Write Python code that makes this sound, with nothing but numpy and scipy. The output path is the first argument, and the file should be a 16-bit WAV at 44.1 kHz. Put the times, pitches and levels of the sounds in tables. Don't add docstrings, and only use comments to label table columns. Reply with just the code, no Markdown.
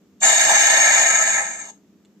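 import sys
import numpy as np
from scipy import signal
from scipy.io import wavfile
from scipy.ndimage import uniform_filter1d, minimum_filter1d

SR = 44100
rng = np.random.default_rng(int(sys.argv[2]) if len(sys.argv) > 2 else 0)


def put_to_file(sound):
    columns = np.atleast_2d(sound).T
    safe = np.clip(columns, -1, 1)
    whole_steps = np.round(safe * 32767)
    wavfile.write(sys.argv[1], SR, whole_steps.astype(np.int16))


N = 97020
TIME = np.arange(N) / SR


def from_db(db):
    return 10 ** (np.asarray(db) / 20)


def unit_rms(x):
    return x / np.sqrt(np.mean(x ** 2) + 1e-20)


def unit_stereo(x):
    return x / (np.std(x.mean(axis=0)) + 1e-20)


def over_time(rows):
    return np.interp(TIME, *np.transpose(rows))


def at_hz(rows, hz):
    freqs, values = np.transpose(rows)
    return np.interp(np.log(hz), np.log(freqs), values)


def drift(rate_hz):
    step, warm_up = 20, 2000
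    pole = np.exp(-2 * np.pi * step * rate_hz / SR)
    noise = rng.standard_normal(N // step + warm_up + 2)
    slow = signal.lfilter([1], [1, -2 * pole, pole * pole], noise)[warm_up:]
    return np.interp(np.arange(N) / step, np.arange(len(slow)), unit_rms(slow))


def stereo_noise(likeness):
    mid, side = rng.standard_normal((2, N))
    return np.sqrt(1 + likeness) * mid + np.sqrt(1 - likeness) * np.array([side, -side])


def pan(left_db, lead_rad):
    side = np.array([[.5], [-.5]])
    return from_db(side * left_db) * np.exp(1j * side * lead_rad)


def resonate(x, hz, width_hz):
    radius = np.exp(-np.pi * width_hz / np.sqrt(np.sqrt(2) - 1) / SR)
    pole = radius * np.exp(2j * np.pi * hz / SR)
    return signal.lfilter([(1 - radius) ** 2], [1, -2 * pole, pole ** 2], x)


# f/Hz, likeness/0-1
NOISE_LIKENESS = [(40, .3), (130, .93), (450, .9), (900, .8), (2000, 0.26), (8000, 0.091)]

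def shaped_noise(spectrum):
    out, edges = 0, 30 * 2 ** np.arange(0, 9.1, .5)
    for low, high in zip(edges, edges[1:]):
        hz = np.sqrt(low * high)
        if hz < spectrum[-1][0]:
            band = signal.butter(3, [low, high], "band", fs=SR, output="sos")
            noise = stereo_noise(at_hz(NOISE_LIKENESS, hz))
            out = out + from_db(at_hz(spectrum, hz)) * signal.sosfilt(band, noise)
    return unit_stereo(out)


# f/Hz, relative level/dB
ROOM_SPECTRUM = [(18, -87), (30, -60), (75, -18.5), (171, -20.5), (200, -5.5), (228, -6), (404, -16),
                 (552, -23.5), (815, -29.5), (5030, -39.5), (6880, -35.5), (8920, -56.5), (15000, -40)]
# f/Hz, level/dB before the swell
HUM_TONES = [(201, -61.5), (302, -70), (400, -70.5)]
# t/s, added level/dB
HUM_SWELL = [(0, -2), (1.4, 5.5), (1.6, 2), (1.9, -1), (2.2, 2)]

def background(noise_db=-57):
    hum = sum(from_db(db) * np.sqrt(2) * np.sin(2 * np.pi * hz * TIME + 0.22 * drift(3.3))
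              for hz, db in HUM_TONES)
    swell = from_db(over_time(HUM_SWELL) + 1.1 * drift(8))
    return from_db(noise_db) * shaped_noise(ROOM_SPECTRUM) + hum * swell


def room_echo(sound, fade_60db_s=.2, low_cut_hz=450):
    age = TIME[:SR // 2]
    fade = np.exp(-np.log(1000) * age / fade_60db_s) * (age > .004)
    tail = unit_rms(rng.standard_normal((2, len(age))) * fade) / np.sqrt(len(age))
    echo = signal.fftconvolve(sound, tail, axes=1)[:, :N]
    return signal.sosfilt(signal.butter(2, low_cut_hz, "high", fs=SR, output="sos"), echo)


# t/s, base level/dB
TICK_TAPS = [(2.0498, -56), (2.0555, -58.5)]
# f/Hz, added level/dB, time to fade by 60 dB/s
TICK_TONES = [(2240, -7.5, 0.02), (2940, -2.5, 0.013), (3520, 0.5, 0.013), (4140, -5, .02),
              (6750, -2, 0.016), (7550, -3, 0.012)]

def ticks():
    out = np.zeros((2, N))
    for start_s, tap_db in TICK_TAPS:
        age = np.maximum(TIME - start_s, 0)
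        for hz, tone_db, fade_s in TICK_TONES:
            fade = np.exp(-np.minimum(np.log(1000) * age / fade_s, 20))
            out += from_db(tap_db + tone_db) * fade * np.sin(2 * np.pi * hz * age)
    return out


# f/Hz, relative level/dB
THRUM_SPECTRUM = [(40, -37.5), (105, -29.5), (150, 3.5), (200, -1.5), (300, 0.5), (370, -4.5), (480, -1.5),
                  (700, -11), (1500, -40)]
# t/s, level/dB
THRUM_LOUDNESS = [(.2, -63), (.235, -44), (.4, -48.5), (.5, -45.5), (.6, -49.5), (.9, -50), (1.1, -51),
                  (1.3, -51), (1.5, -60), (1.72, -67), (1.78, -85)]

def thrum():
    return shaped_noise(THRUM_SPECTRUM) * from_db(over_time(THRUM_LOUDNESS))


# t/s, level/dB
SINGING_LOUDNESS = [(1.0, -68), (1.12, -32.5), (1.22, -34), (1.3, -46.5), (1.65, -58), (1.72, -79)]

def singing(hz=1298):
    phase = 2 * np.pi * hz * TIME + 0.49 * drift(17)
    tone = np.exp(1j * phase) * from_db(1.7 * drift(20))
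    stereo = np.real(pan(left_db=3, lead_rad=-0.87) * tone)
    return unit_stereo(stereo) * from_db(over_time(SINGING_LOUDNESS))


def contact_force(knocks_per_s=2500, spread_db=0.5, rubbing=0.622):
    hits = rng.random(N) < knocks_per_s / SR
    sizes = from_db(spread_db * np.minimum(rng.exponential(1, N), 3))
    flutter_db = 0.91 * drift(100) - 0.01 * drift(14)
    return np.hypot(unit_rms(hits * sizes), rubbing) * from_db(flutter_db)


# f/Hz, likeness/0-1
DRIVE_LIKENESS = [(500, 1), (1000, .96), (1800, .95), (2400, 0.8), (4000, .88), (6200, 0.9), (7000, .8),
                  (15000, .5)]

def strikes(force, hz):
    return force * stereo_noise(at_hz(DRIVE_LIKENESS, hz))


# t/s, f/Hz
SQUEAL_GLIDE = [(.22, 7440), (.3, 7000), (.44, 6500), (.52, 6360), (.61, 6450), (.7, 6464), (.93, 6690),
                (1.36, 6710), (1.7, 6520)]
# t/s, relative level/dB
SQUEAL_LOUDNESS = [(.2, -78), (.204, -47.5), (.215, -42), (.232, -21), (.28, -16.5), (.44, -24.5),
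                   (.6, -22.5), (.7, -25), (.87, -18.5), (1.02, -20), (1.38, -25), (1.46, -39),
                   (1.58, -38.5), (1.708, -43), (1.722, -80.5)]

def squeal(force, width_hz=210, trim_db=-0.2):
    glide = np.exp(2j * np.pi * np.cumsum(over_time(SQUEAL_GLIDE)) / SR)
    push = strikes(force, hz=SQUEAL_GLIDE[-1][1])
    ring = glide * resonate(push / glide, 0, width_hz)
    stereo = np.real(pan(left_db=6.5, lead_rad=-0.43) * ring)
    return unit_stereo(stereo) * from_db(over_time(SQUEAL_LOUDNESS) + trim_db)


# f/Hz, width/Hz, relative level/dB, left minus right/dB, left phase lead/rad
DRIVE_RESONANCES = [(549.3, 70, -20, -1, 0.24), (677.2, 64.5, -8, -0.5, -0.43), (814, 41, -6, 3, 0.5),
                    (902, 40, -11.5, -2.5, -2), (979, 87, -14.5, 2.5, -0.46), (1190, 94, -19.5, -7, -1.96),
                    (1308.4, 28, -7.5, -2, -1.74), (1436, 40, -19.5, -7.5, -0.4),
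                    (1630.7, 54, -6, -10, -1.5), (1684.7, 19, -5.5, -6, -1), (1731, 85, -5.5, 1, -0.65),
                    (1832, 60, -5, -5, 0.85), (2035, 32, -8.5, -7, -2.5), (2136, 35, -3.5, 2.5, -2),
                    (2213, 24, -13, -6.5, 0), (2310, 29, -6.5, -9, -1.9), (2408, 110, -12.5, -2.5, -0.74),
                    (2730, 180, -24, 8, 2), (2900, 104, -9, 0.5, 2.5), (3470, 240, -18, -6.5, 2.7),
                    (3682, 88, -12.5, -9.5, 1), (3880, 110, -12.5, -3.5, 2.5), (4260, 200, -20, -1.5, 0),
                    (4614, 260, -20.5, -8, -0.6), (5260, 350, -19, 0, 2.05), (5770, 279, -18, -1, 1.3),
                    (6270, 110, -12, 2.5, 0.8), (6570, 46, -4, 3.5, -5), (6610, 85, -4.5, 3.5, -2.5),
                    (6927, 90, -7.5, -4.5, 1), (7380, 100, -5, -2, 4), (7565, 120, -7, -0.5, -2.3),
                    (8090, 100, -16, -9.5, 1), (8436, 150, -19, -7.5, -1.3), (9090, 150, -32.5, -18, 2),
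                    (12230, 400, -41, -4.5, 1), (13240, 400, -32.5, -10.5, 1.5),
                    (14650, 520, -43.5, -14, -1.5)]
# t/s, relative level/dB
LOW_LOUDNESS = [(.2, -72), (.208, -56), (.22, -34), (.235, -26.5), (.43, -29.5), (.515, -23), (.6, -30),
                (.78, -25), (1.0, -28.5), (1.25, -31.5), (1.34, -36), (1.4, -30), (1.46, -42), (1.6, -50),
                (1.705, -47.5), (1.725, -79.5)]
# t/s, relative level/dB
MID_LOUDNESS = [(.208, -72), (.22, -32), (.236, -19), (.28, -24), (.5, -20), (.7, -20.5), (.9, -17.5),
                (1.06, -21), (1.3, -24.5), (1.385, -22.5), (1.45, -32.5), (1.61, -41), (1.705, -53.5),
                (1.725, -84.5)]
# t/s, relative level/dB
RASP_LOUDNESS = [(.2, -70), (.206, -47), (.22, -44), (.234, -24.5), (.6, -25), (.95, -26.5), (1.25, -33.5),
                 (1.37, -35), (1.43, -42.5), (1.58, -50.5), (1.705, -52), (1.725, -84)]
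# t/s, relative level/dB
TREBLE_LOUDNESS = [(.202, -82), (.204, -40.5), (.214, -41), (.222, -27.5), (.234, -18.5), (.28, -21.5),
                   (.44, -21), (.6, -21.5), (.7, -22), (.87, -22), (1.02, -24.5), (1.38, -28),
                   (1.46, -35.5), (1.58, -39.5), (1.708, -47.5), (1.722, -79)]

def grinding(force):
    ranges = [(400, 1250, LOW_LOUDNESS, 0.5), (1250, 2600, MID_LOUDNESS, -1.6),
              (2600, 5950, RASP_LOUDNESS, -3.68), (5950, 11000, TREBLE_LOUDNESS, -0.12),
              (11000, 16000, RASP_LOUDNESS, -21.5)]
    out = 0
    for low_hz, high_hz, loudness, trim_db in ranges:
        rings = 0
        for hz, width_hz, db, left_db, lead_rad in DRIVE_RESONANCES:
            if low_hz <= hz < high_hz:
                ring = resonate(strikes(force, hz), hz, width_hz)
                rings = rings + from_db(db) * np.real(pan(left_db, lead_rad) * ring)
        out = out + unit_stereo(rings) * from_db(over_time(loudness) + trim_db)
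    return out


def scene(start_s=.198, silent_s=1.78, echo_db=-8.5):
    running = (TIME > start_s) & (TIME < silent_s)
    force = contact_force()
    rumble = running * thrum()
    drive = running * (grinding(force) + squeal(force) + singing()) + ticks()
    return drive + from_db(echo_db) * room_echo(drive) + rumble + background()


def record(dry, limit=.88, window_samples=90, cutoff_hz=15400):
    allowed_gain = limit / np.maximum(np.abs(dry).max(axis=0), limit)
    gain = uniform_filter1d(minimum_filter1d(allowed_gain, window_samples), window_samples)
    treble_cut = signal.ellip(10, .1, 80, cutoff_hz, fs=SR, output="sos")
    return signal.sosfilt(treble_cut, dry * gain)


dry = scene()
out = record(dry)
put_to_file(out)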